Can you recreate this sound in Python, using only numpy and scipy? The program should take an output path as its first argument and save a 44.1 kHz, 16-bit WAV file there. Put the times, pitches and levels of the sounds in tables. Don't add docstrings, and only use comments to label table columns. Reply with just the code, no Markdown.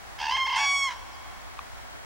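import sys
import numpy as np
from scipy import signal
from scipy.fft import rfft, irfft, next_fast_len
from scipy.io import wavfile
from scipy.ndimage import map_coordinates

SR = 44100
rng = np.random.default_rng(int(sys.argv[2]) if len(sys.argv) > 2 else 0)


def bounce(signal):
    frames = np.transpose(np.atleast_2d(signal))
    limited = np.clip(frames, -1, 1)
    pcm = np.round(limited * 32767).astype(np.int16)
    wavfile.write(sys.argv[1], SR, pcm)


def magnitude_from_level(level_db):
    exponent = np.asarray(level_db, float) / 20
    return 10 ** exponent


N = 90404

# t/s, level/dB, breath over tone/dB
FIRST_LOUDNESS = [(.183, -67, 12), (.187, -46, 5), (.205, -37.5, -0.5), (.225, -32.5, -6.5),
                  (.26, -31, -4.5), (.29, -26, -12.5), (.31, -29, -6), (.325, -26, -8), (.345, -26, -19),
                  (.36, -27, -11), (.385, -28, -18), (.43, -26.5, -23), (.448, -29.5, -46),
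                  (.46, -27.5, -21), (.49, -28.5, -20), (.54, -27.5, -13.5), (.56, -29, -11),
                  (.6, -30, -15), (.652, -32, -2), (.666, -39, -25), (.685, -41.5, -22), (.76, -42.5, -17),
                  (.78, -68, -22)]
SECOND_LOUDNESS = [(.553, -40.5, -20), (.565, -25.5, -19), (.578, -30, -1.5), (.59, -26.5, -9),
                   (.63, -25.5, -24), (.71, -25, -24), (.77, -24.5, -40), (.81, -26, -37), (.846, -25, -33),
                   (.865, -29, -30), (.876, -30.5, -19), (.888, -34.5, -12), (.897, -43.5, -0.5),
                   (.92, -43.5, 2.5), (.945, -54, 6), (.96, -88, -15)]
# t/s, f/Hz
FIRST_PITCH = [(.185, 1070), (.2, 1070), (.208, 850), (.25, 890), (.303, 920), (.313, 995), (.33, 1015),
               (.355, 1068), (.366, 1050), (.38, 1060), (.41, 1067), (.43, 1055), (.446, 1040),
               (.458, 1073), (.48, 1066), (.496, 1043), (.512, 1064), (.525, 1040), (.538, 1060),
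               (.552, 1030), (.562, 900), (.59, 880), (.652, 840), (.668, 760), (.76, 740)]
SECOND_PITCH = [(.555, 1030), (.57, 1045), (.58, 1085), (.592, 1124), (.64, 1123), (.72, 1122),
                (.766, 1116), (.804, 1113), (.846, 1096), (.862, 1085), (.872, 1062), (.886, 1022),
                (.905, 995), (.93, 960), (.96, 900)]
# t/s, drop/Hz, length/s
FIRST_BREAKS = [(.371, 190, .009), (.472, 190, .01), (.502, 150, .008), (.529, 165, .008),
                (.546, 140, .007), (.399, 40, .005)]
# t/s, depth/0-1
FIRST_PURR = [(.19, .15), (.205, .6), (.225, .95), (.25, .9), (.29, .7), (.31, .5), (.33, .15), (.345, 0),
              (.46, 0), (.49, .08), (.545, .12), (.56, .55), (.62, .45), (.652, .25)]
SECOND_PURR = [(.85, 0), (.876, .15), (.89, .2), (.9, .55)]
# t/s, rate/pulses per s
PURR_RATE = [(.2, 78), (.3, 76), (.5, 102), (.8, 102), (.88, 70)]
# f/Hz, level/dB
FIRST_THROAT = [(600, -29), (740, -2), (850, 1.5), (1060, 1.5), (1350, -27), (1650, 5), (1900, -16.5),
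                (2120, 1), (2400, -11), (2700, -1.5), (2950, -8.5), (3200, -1), (3700, -18.5),
                (4300, -18.5), (4700, -12.5), (5300, -16.5), (6300, -21.5), (7000, -33.5), (12000, -51)]
SECOND_THROAT = [(700, -12.5), (1000, 9), (1120, -6), (1600, 10.5), (2240, 0), (3360, -4.5), (4480, -15),
                 (5600, -10), (6720, -15.5), (7840, -20.5), (8960, -25), (11200, -34), (12300, -44),
                 (15000, -50)]
# t/s, f/Hz
FIRST_DIP = [(.3, 1400), (.342, 2050), (.36, 1100), (.38, 1500), (.434, 1600), (.445, 2075), (.451, 2100),
             (.46, 1150), (.48, 1500)]
SECOND_DIP = [(.59, 1600), (.61, 3330), (.64, 2900), (.71, 3050), (.738, 3367), (.77, 3900), (.81, 4050),
              (.86, 3850), (.89, 3600), (.903, 2000), (.93, 1950)]
# f/Hz, level/dB
BREATH_RASP = [(500, -4.5), (3500, -0.5), (5000, 6.5), (8000, 1.5)]
# f/Hz, left over right/dB
BIRD_PAN = [(500, -0.2), (2000, -1.6), (5000, -2.5), (10000, -4.5)]
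# f/Hz, t60/s
TREES_DECAY = [(500, 2), (1000, 4.24), (3000, 6), (6000, 1.06), (12000, 0.63)]
NEAR_DECAY = [(500, 0.21), (3000, 0.26), (10000, 0.034)]
# f/Hz, level/dB
TREES_TONE = [(500, 8), (1000, 0.5), (2200, -9.5), (3300, -7.5), (6000, 1)]
# f/Hz, relative level/dB, t60/s
TICK_PARTIALS = [(1150, 0, .014), (2500, -6, .009), (3500, -6, .005)]
# f/Hz, relative level per Hz/dB
HUSH_MID = [(13, -40), (22, -9), (40, -6.5), (64, -5), (109, -13), (150, -21.5), (250, -16.5), (454, -16.5),
            (598, -12), (745, -5), (928, -10), (1440, -10), (1850, -12), (2870, -20.5), (6200, -25),
            (10200, -31), (15000, -36.5), (15500, -50), (15800, -80)]
HUSH_SIDE = [(13, -30), (22, -5), (43, -3), (72, -3), (110, -12), (155, -19), (200, -16), (335, -18),
             (507, -18), (745, -16.5), (1350, -18), (2180, -22), (3120, -26.5), (7000, -32), (15000, -43),
             (15500, -54), (15800, -84)]


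def crane(loudness, purring, pitch, dip, throat, breaks, flutter_db, flutter_rate):
    purr_swing_hz, jitter_hz = 70, 28
    purr_scatter_db, break_db = 2, -2.5
    break_breath_db = 10.5
    pitch_lag, overtone_lag = 0.97, 0.25
    upper_share = 0.7
    dip_half_width_hz, phase_spread = 313, 0.322
    t = seconds()
    db, breath_db = track(loudness)
    (purr,), (hz,), (dip_hz,), (rate,) = map(track, (purring, pitch, dip, PURR_RATE))
    purr_phase = phase(rate * (1 + 0.0297 * wobble(40.7)))

    slip = np.zeros(N)
    for at, drop_hz, length in breaks:
        slip += drop_hz * np.exp(-(2 * (t - at) / length) ** 4)
    broken = slip / (slip.max() + 1)
    hz = hz - slip
    hz = hz + purr * purr_swing_hz * np.cos(purr_phase - pitch_lag)
    hz = hz + (purr + broken) * jitter_hz * wobble(250) + 0.46 * wobble(61.2)

    k = np.arange(1, 14)[:, None]
    from_dip = k * hz - dip_hz
    gain = magnitude_from_level(along(throat, k * hz)) * np.abs(from_dip) / np.hypot(from_dip, dip_half_width_hz)
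    unsteady = np.array([wobble(flutter_rate) for _ in k])
    gain = gain * magnitude_from_level(flutter_db * (k - 1) * unsteady)
    purr_share = np.where(k > 1, upper_share, 1)
    gain = gain * (1 + purr * purr_share * np.cos(purr_phase - overtone_lag * (k - 1)))
    tone = np.sum(gain * np.cos(k * phase(hz) + phase_spread * k * k), 0)

    breath = unit(coloured_noise(lambda f: along(throat, f) + along(BREATH_RASP, f)))
    breath = breath * (1 + upper_share * purr * np.cos(purr_phase))
    voice = tone + magnitude_from_level(breath_db + break_breath_db * broken) * breath
    swing = magnitude_from_level(purr_scatter_db * purr * wobble(91.8) + break_db * broken)
    sounding = (t > loudness[0][0]) * (t < loudness[-1][0])
    return magnitude_from_level(db) * sounding * swing * voice


def first_crane():
    return crane(FIRST_LOUDNESS, FIRST_PURR, FIRST_PITCH, FIRST_DIP, FIRST_THROAT, FIRST_BREAKS,
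                 flutter_db=0.55, flutter_rate=70)


def second_crane():
    return crane(SECOND_LOUDNESS, SECOND_PURR, SECOND_PITCH, SECOND_DIP, SECOND_THROAT, [],
                 flutter_db=0.2, flutter_rate=14)


def echo(x, decay, delay_s, wide):
    hz, t, z = signal.stft(rng.standard_normal((2, 2 * SR)), SR, nperseg=256)
    fade = magnitude_from_level(-60 * t / along(decay, hz)[:, None])
    tail = signal.istft(z * fade, SR, nperseg=256)[1]
    tail = tail / np.linalg.norm(tail[0])
    late = np.pad(x, (int(delay_s * SR), 0))[None]
    mid, side = signal.fftconvolve(late, tail, axes=1)[:, :N]
    return np.array([mid + wide * side, mid - wide * side])


def tree_echo(calls):
    stir_s = 0.0003
    stirred = map_coordinates(calls, [np.arange(N) + stir_s * SR * wobble(40)])
    far = filtered(stirred, lambda f: magnitude_from_level(along(TREES_TONE, f)))
    return magnitude_from_level(-21) * echo(far, TREES_DECAY, delay_s=0.074, wide=0.45)


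def near_echo(calls):
    return magnitude_from_level(-14) * echo(calls, NEAR_DECAY, delay_s=0.01, wide=0.41)


def tick():
    start_s, level_db, rise_s = 1.5908, -17, 0.0012
    t = np.maximum(seconds() - start_s, 0)
    body = np.zeros(N)
    for hz, db, t60 in TICK_PARTIALS:
        body += magnitude_from_level(level_db + db - 60 * t / t60) * np.sin(2 * np.pi * hz * t)
    return body * (1 - np.exp(-t / rise_s)) * magnitude_from_level([[1.2], [-1.2]])


def chirp():
    start_s, length_s, from_hz, to_hz = 1.103, 0.058, 6100, 4450
    level_db = -52
    u = np.clip((seconds() - start_s) / length_s, 0, 1)
    envelope = np.sqrt(u) * np.sin(np.pi * u) ** 0.5
    return magnitude_from_level(level_db) * envelope * np.sin(phase(from_hz + (to_hz - from_hz) * u))


def hush():
    mid = drifting_noise(HUSH_MID, -48)
    side = drifting_noise(HUSH_SIDE, -44)
    return np.array([mid + side, mid - side])


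def drifting_noise(shape, level_db):
    drift_db = 0.5 * (wobble(2.31) + wobble(14))
    return magnitude_from_level(level_db + drift_db) * unit(coloured_noise(lambda f: along(shape, f)))


def hum():
    level = magnitude_from_level(-61 + 3 * wobble(11.8))
    return level * np.sin(2 * np.pi * 60 * seconds() + 1.5 * wobble(6.2))


def whine():
    return magnitude_from_level(-66) * np.sin(2 * np.pi * 15734 * seconds()) * magnitude_from_level([[2], [-2]])


def seconds():
    return np.arange(N) / SR


def phase(hz):
    return 2 * np.pi * np.cumsum(hz) / SR


def track(rows):
    s, *columns = np.transpose(rows)
    return [np.interp(seconds(), s, column) for column in columns]


def along(points, hz):
    f, value = np.transpose(points)
    return np.interp(np.log(hz + 1), np.log(f + 1), value)


def wobble(rate):
    knots = rng.standard_normal(int(N * rate / SR) + 4)
    return map_coordinates(knots, [np.arange(N) * rate / SR])


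def unit(x):
    return x / np.sqrt(np.mean(x ** 2) + 1e-20)


def filtered(x, response):
    m = next_fast_len(N + SR // 2)
    return irfft(rfft(x, m) * response(np.fft.rfftfreq(m, 1 / SR)), m)[..., :N]


def coloured_noise(colour_db):
    return filtered(rng.standard_normal(N), lambda f: magnitude_from_level(colour_db(f)))


def scene():
    calls = first_crane() + second_crane()
    direct = filtered(calls, lambda f: magnitude_from_level(along(BIRD_PAN, f) * [[0.5], [-0.5]]))
    echoes = tree_echo(calls) + near_echo(calls)
    return direct + echoes + tick() + chirp() + hush() + hum() + whine()


def roll_off(x):
    return signal.sosfilt(signal.butter(12, 16360, fs=SR, output="sos"), x)


def record(dry):
    return roll_off(dry)


dry = scene()
out = record(dry)
bounce(out)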